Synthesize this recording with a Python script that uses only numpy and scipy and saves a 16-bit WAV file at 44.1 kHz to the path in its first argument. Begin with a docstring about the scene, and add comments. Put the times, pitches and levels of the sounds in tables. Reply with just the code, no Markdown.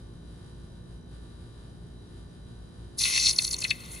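"""Outdoors, a motor hums steadily some way off. Near 3 s, just out of sight, a hot cast bar is dipped in
water and seethes loudly. From about 3.3 s the boiling breaks up into single steam bubbles, each a short
chirp that falls as the bubble swells, until a fine fizz and a soft simmer are left. The water vessel
colours all of the boiling; two close microphone ports hear it from one side."""
import sys
import numpy as np
from scipy import signal
from scipy.fft import rfft, irfft
from scipy.io import wavfile

SR = 44100
rng = np.random.default_rng(int(sys.argv[2]) if len(sys.argv) > 2 else 0)


def dump(signal):
    """Clip the signal to [-1, 1] and save it as 16-bit WAV at the path in sys.argv[1]."""
    limited = np.clip(np.atleast_2d(signal).T, -1, 1)
    pcm = np.round(limited * 32767).astype(np.int16)
    wavfile.write(sys.argv[1], SR, pcm)


N = 176400

# Resonances of the water vessel. 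Each row: pitch in Hz, width in Hz, gain in dB.
VESSEL_MODES = [(1985, 140, 8.5), (2116, 123, 14), (2604, 102, 11), (3610, 250, 6.5), (4240, 160, 11),
                (4353, 112, 12.5), (5650, 880, 4)]


def undb(db):
    """Decibels to gain."""
    return 10 ** (np.asarray(db) / 20)


def unit(x):
    """Scale to rms 1."""
    return x / np.sqrt(np.mean(x ** 2))


def over_hz(points, size=N):
    """Read a curve at every frequency of a spectrum."""
    hz, value = np.array(points, float).T
    return np.interp(np.log(np.fft.rfftfreq(size, 1 / SR) + 1), np.log(np.abs(hz) + 1), value)


def colour(x, points):
    """Filter by a curve of dB over Hz."""
    return irfft(rfft(x) * undb(over_hz(points)), N)


def ring(x, modes, direct=1):
    """The direct sound plus the resonances it excites."""
    size = x.shape[-1]
    f = np.fft.rfftfreq(size, 1 / SR) + 1e-6
    response = sum(undb(db) / (1 + 1j * (f * f - hz * hz) / (f * width)) for hz, width, db in modes)
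    return irfft(rfft(x) * (direct + response), size)


def walk(rate_hz, size=N):
    """Smooth random wander of rms 1."""
    f = np.fft.rfftfreq(size, 1 / SR)
    return unit(irfft(rfft(rng.standard_normal(size)) / (1 + (f / rate_hz) ** 4), size))


def add(out, x, centre_s):
    """Mix in a short sound, centred on a time."""
    start = int(centre_s * SR) - len(x) // 2
    part = x[:max(N - start, 0)]
    out[start:start + len(part)] += part


def motor_hum(turn):
    """Fluttering tones that follow the motor's rotation."""
    # The strongest tones. Each row: multiple of the running speed, relative level in dB.
    orders = [(1, -51), (2, -55), (3, -56), (4.06, -59.5), (5, -63), (6, -59.5), (7, -64), (8.2, -70),
              (18, -75), (20, -78), (26, -76), (30, -78), (53, -82), (64, -81), (68, -70.5), (85, -81)]
    hum = 0
    for order, db in orders:
        side_phase = min(order * 0.036475, .6) * np.array([[1], [-1]])
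        gain = np.sqrt(2) * undb(db - 2 + 2 * walk(5.6))
        hum += gain * np.sin(order * turn + rng.uniform(0, 2 * np.pi) + 0.42 * walk(4.9) + side_phase)
    return hum


def motor_buzz(turn, size=4096, lines=250, clatter_share=0.73):
    """An airy rattle: the same clatter comes round on every turn, each side hearing its own."""
    # Colour of the buzz up to about 11 kHz; above that the treble is cut off.
    # Each row: frequency in Hz, relative level in dB.
    spectrum = [(500, 0), (1100, 8.5), (1750, 5), (2000, -3.5), (2900, -1.5), (3700, 6), (4250, -1.5),
                (4800, 3), (5350, -8), (7300, -7), (10800, -2), (11600, -27), (13000, -39)]
    # Resonances it rings. Each row: pitch in Hz, width in Hz, gain in dB.
    modes = [(4000, 57, 9.5), (8900, 93, 6.5), (9770, 130, 4.5)]
    strengths = undb(4 * rng.standard_normal((2, lines)))
    cycles = irfft(strengths * np.exp(2j * np.pi * rng.random((2, lines))), size)
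    angles = np.arange(size) * 2 * np.pi / size
    clatter = unit(np.array([np.interp(turn, angles, cycle, period=2 * np.pi) for cycle in cycles]))
    rattle = np.sqrt(clatter_share) * clatter + np.sqrt(1 - clatter_share) * rng.standard_normal((2, N))
    rattle *= undb(1.5 * walk(6.5))
    return undb(-61.5) * unit(ring(colour(rattle, spectrum), modes))


def motor(speed_hz=58.36, throb_hz=53.4, whistle_hz=5865):
    """Some way off: hum, buzz and a thin whistle that flutters once a turn, over throb and rumble."""
    # Colour of the rumble. Each row: frequency in Hz, relative level in dB.
    rumble_spectrum = [(20, -10), (40, -8), (85, 1.5), (150, -0.5), (210, -7.5), (400, -14.5), (700, -21),
                       (1200, -31), (2000, -37), (4000, -60)]
    # How alike left and right are. Each row: frequency in Hz, likeness from 0 to 1.
    likeness = [(60, 0.91), (130, 0.9), (290, 0.37), (640, 0.09)]
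    turn = 2 * np.pi * np.cumsum(speed_hz * (1 + 0.000815 * walk(2.89))) / SR
    hum = motor_hum(turn)
    throb_phase = 2 * np.pi * np.cumsum(throb_hz + 0.97 * walk(2.8)) / SR
    throb = undb(-52.5 + 2 * walk(10)) * np.sqrt(2) * np.sin(throb_phase)
    rumble = undb(-48) * unit(colour(rng.standard_normal((2, N)), rumble_spectrum))
    alike = over_hz(likeness)
    mid, side = irfft(rfft(rumble + motor_buzz(turn)) * np.sqrt([(1 + alike) / 2, (1 - alike) / 2]), N)
    whistle = ring(rng.standard_normal((2, N)), [(whistle_hz, 64, 0)], direct=0)
    chirr = undb(-77.5) * unit(whistle * (1 + np.cos(turn)))
    return hum + throb + chirr + np.array([mid + side, mid - side])


def simmer(start_s=3.0):
    """The heated water simmers softly from the dip onward."""
    # Each row: frequency in Hz, relative level in dB.
    spectrum = [(250, -10), (500, 6), (1000, 2), (2700, -11), (4300, -8.5), (5200, -20), (15500, -6.5)]
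    gain = undb(-51.5 + walk(36)) * (np.arange(N) / SR > start_s)
    return gain * unit(ring(colour(rng.standard_normal(N), spectrum), VESSEL_MODES))


def bubble(hz, half_s, rough=0, fall_per_cycle=.018, size=2048):
    """A steam bubble swells: its radius grows steadily, so its note falls."""
    t = (np.arange(size) - size // 2) / SR
    radius = np.maximum(1 + fall_per_cycle * hz * t, hz / 12000)
    tone = np.exp(2j * np.pi * (np.cumsum(hz / radius) / SR + rng.random()))
    if rough:
        tone *= 1 + rough * (walk(1200, size) + 1j * walk(1200, size))
    return tone.real / np.cosh(np.clip(1.38 * t / half_s, -50, 50))


def boiling(spectrum, levels, low_hz, high_hz, flicker_db, bubble_share, per_s=1000, spread_db=3.5):
    """A crowd of small bubbles in a flickering rush of steam, coloured by the vessel."""
    start = int(2.9 * SR)
    count = int(per_s * (N - start) / SR)
    crowd = np.zeros(N)
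    steam = rng.standard_normal(N) * undb(flicker_db * walk(110))
    for when, pitch, strength in rng.random((count, 3)):
        hz = low_hz * (high_hz / low_hz) ** pitch
        gain = undb(spread_db * np.sqrt(12) * strength)
        add(crowd, gain * bubble(hz, 7 / hz), (start + when * (N - start)) / SR)
    crowd, steam = (ring(colour(x, spectrum), VESSEL_MODES) for x in (crowd, steam))
    boil = np.sqrt(bubble_share) * crowd / np.std(crowd[start:]) + np.sqrt(1 - bubble_share) * unit(steam)
    return boil * undb(np.interp(np.arange(N) / SR, *np.array(levels).T, left=-150))


def fizz():
    """The finest bubbles fizz on after the seething."""
    # Each row: frequency in Hz, relative level in dB.
    spectrum = [(4000, -25.5), (7300, -2.5), (8700, -7), (10000, -2), (11100, 0.5), (11800, -10),
                (13200, -21), (15500, -11)]
    # Each row: time in seconds, level in dB.
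    levels = [(2.968, -66), (2.981, -33.5), (3.0, -34), (3.07, -28.5), (3.12, -35), (3.3, -37),
              (3.345, -39), (3.53, -37), (3.57, -55), (3.63, -43.5), (3.75, -53), (3.89, -53), (3.915, -43),
              (4, -50.5)]
    return boiling(spectrum, levels, low_hz=8150, high_hz=11700, flicker_db=5, bubble_share=0.66)


def gurgle():
    """Larger bubbles sound lower, under the seething."""
    # Each row: frequency in Hz, relative level in dB.
    spectrum = [(200, -20), (1000, -1), (1300, -1), (1700, -1.5), (2050, 0), (2600, 4), (3100, 6),
                (4200, 2.5), (8000, -56)]
    # Each row: time in seconds, level in dB.
    levels = [(2.975, -75), (3.013, -32), (3.04, -41.5), (3.06, -31.5), (3.11, -35.5), (3.17, -30),
              (3.21, -38), (3.28, -34), (3.34, -55), (4, -51.5)]
    return boiling(spectrum, levels, low_hz=1900, high_hz=3165, flicker_db=1.5, bubble_share=0.27)


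def seethe():
    """Water boils hard on the hot bar for a third of a second, then twice more, faintly."""
    # Each row: frequency in Hz, relative level in dB.
    spectrum = [(1500, -36), (2900, -12), (3600, 0), (4400, 1.5), (5500, 4.5), (7700, 4), (9500, 6.5),
                (13000, -28)]
    # Each row: time in seconds, level in dB.
    levels = [(2.972, -65), (2.99, -30.5), (3.005, -28), (3.06, -29), (3.105, -33.5), (3.15, -26),
              (3.245, -25.5), (3.284, -20.5), (3.311, -29.5), (3.33, -52), (3.45, -38), (3.57, -70),
              (3.7, -44), (3.76, -62)]
    return boiling(spectrum, levels, low_hz=3680, high_hz=7590, flicker_db=-0.5, bubble_share=0.53)


def sputter(spray_lead_s=0.0027, spray_half_s=0.0037):
    """Single large steam bubbles ring the vessel, each with a puff of spray."""
    # Each row: peak time in seconds, pitch there in Hz, half length in ms, chirp and spray levels in dB.
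    bubbles = [(2.992, 6100, 3, -30, -46), (3.018, 4320, 2.6, -24.5, -51), (3.038, 4370, 3.4, -24, -42),
               (3.055, 2620, 1.9, -24, -40), (3.18, 2560, 2, -22.5, -30), (3.259, 4350, 3.1, -28, -39),
               (3.268, 4470, 3, -19, -39), (3.279, 4500, 1, -27, -34), (3.294, 4800, 1.7, -21.5, -27),
               (3.311, 5200, 1.5, -20.5, -30), (3.332, 4130, 4, -36.5, -39.5), (3.363, 5800, 2, -30, -55),
               (3.3884, 4367, 1.87, -14, -28), (3.395, 2613, 2.7, -31.5, -47),
               (3.411, 5400, 0.92, -35, -37), (3.424, 4740, 2.1, -33, -28.5), (3.437, 5800, 2.4, -43, -38),
               (3.45, 4650, 1.8, -24, -27.5), (3.479, 5070, 1.8, -28, -34.5),
               (3.512, 5640, 2.5, -28.5, -42), (3.533, 4570, 2.2, -27, -30.5),
               (3.543, 4150, 1.86, -24.5, -32.5), (3.566, 6500, 1, -33.5, -46),
               (3.590, 6870, 1.9, -34.5, -34), (3.606, 7900, 2.1, -34, -48), (3.621, 4490, 2.6, -31.5, -33),
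               (3.626, 2840, 3.1, -34, -43), (3.643, 4070, 1.5, -23.5, -31), (3.651, 2590, 4.2, -25, -36),
               (3.682, 5500, 1.8, -38, -54), (3.697, 4580, 2.6, -33.5, -53), (3.7075, 3950, 3, -23.5, -54),
               (3.712, 2614, 2.5, -18.5, -33), (3.807, 4970, 1.2, -49.5, -51), (3.853, 5500, 1.1, -47, -62)]
    # Each row: frequency in Hz, relative level in dB.
    spray_spectrum = [(300, -10), (950, -2.5), (2500, -17), (4000, -11), (6000, 1.5), (9500, 11.5),
                      (12500, -17)]
    t = np.arange(N) / SR
    chirps, puffs = np.zeros(N), np.zeros(N)
    for peak_s, hz, half_ms, db, spray_db in bubbles:
        half_s = half_ms / 1000
        chirp = ring(bubble(hz, half_s, rough=0.62), VESSEL_MODES)
        add(chirps, chirp * undb(db) * np.sqrt(2 * half_s * SR / np.sum(chirp ** 2)), peak_s)
        from_puff = (t - peak_s + spray_lead_s) / spray_half_s
        puffs += undb(spray_db) * np.exp(-np.minimum(from_puff ** 2 / 2, 20))
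    spray = unit(ring(colour(rng.standard_normal(N), spray_spectrum), VESSEL_MODES))
    return chirps + puffs * spray


def at_microphone(x, t60_s=0.071, scatter_db=-8.5):
    """The sound and its short scatter off vessel and ground reach two close ports from one side."""
    # Left port against right. Each row: frequency in Hz, level difference in dB.
    port_balance = [(500, -2), (1100, 13), (1750, 6.5), (2150, 5), (2800, 12), (3700, -4), (4400, -0.5),
                    (5400, 12), (5900, 1), (7800, 5.5), (8400, -0.5)]
    # Each row: frequency in Hz, lead of the left port in radians.
    port_lead = [(300, 0), (900, 2.2), (1700, 3.3), (2600, 6.3), (4300, 6.3), (5100, 7.3), (6200, 6.8),
                 (8400, 3.1), (10000, 0), (15600, -9.5)]
    t = np.arange(SR // 5) / SR
    shared, per_side = rng.standard_normal(len(t)), rng.standard_normal((2, len(t)))
    scatter = (shared + per_side) * undb(-60 * t / t60_s)
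    scatter *= undb(scatter_db) / np.sqrt(np.sum(scatter[0] ** 2))
    arriving = x + signal.fftconvolve(x[None], scatter, axes=1)[:, :N]
    sides = np.array([[.5], [-.5]])
    gain = undb(sides * over_hz(port_balance, 2 * N))
    gain /= np.sqrt(np.mean(gain ** 2, axis=0))
    phase = sides * over_hz(port_lead, 2 * N)
    return irfft(rfft(arriving, 2 * N) * gain * np.exp(1j * phase))[:, :N]


def scene():
    """The motor in the distance, the quench off to one side."""
    return motor() + at_microphone(sputter() + seethe() + fizz() + gurgle() + simmer())


def record(dry, top_hz=15800):
    """The recorder cuts the highest treble."""
    return signal.sosfilt(signal.ellip(10, .2, 80, top_hz, fs=SR, output="sos"), dry)


dry = scene()
out = record(dry)
dump(out)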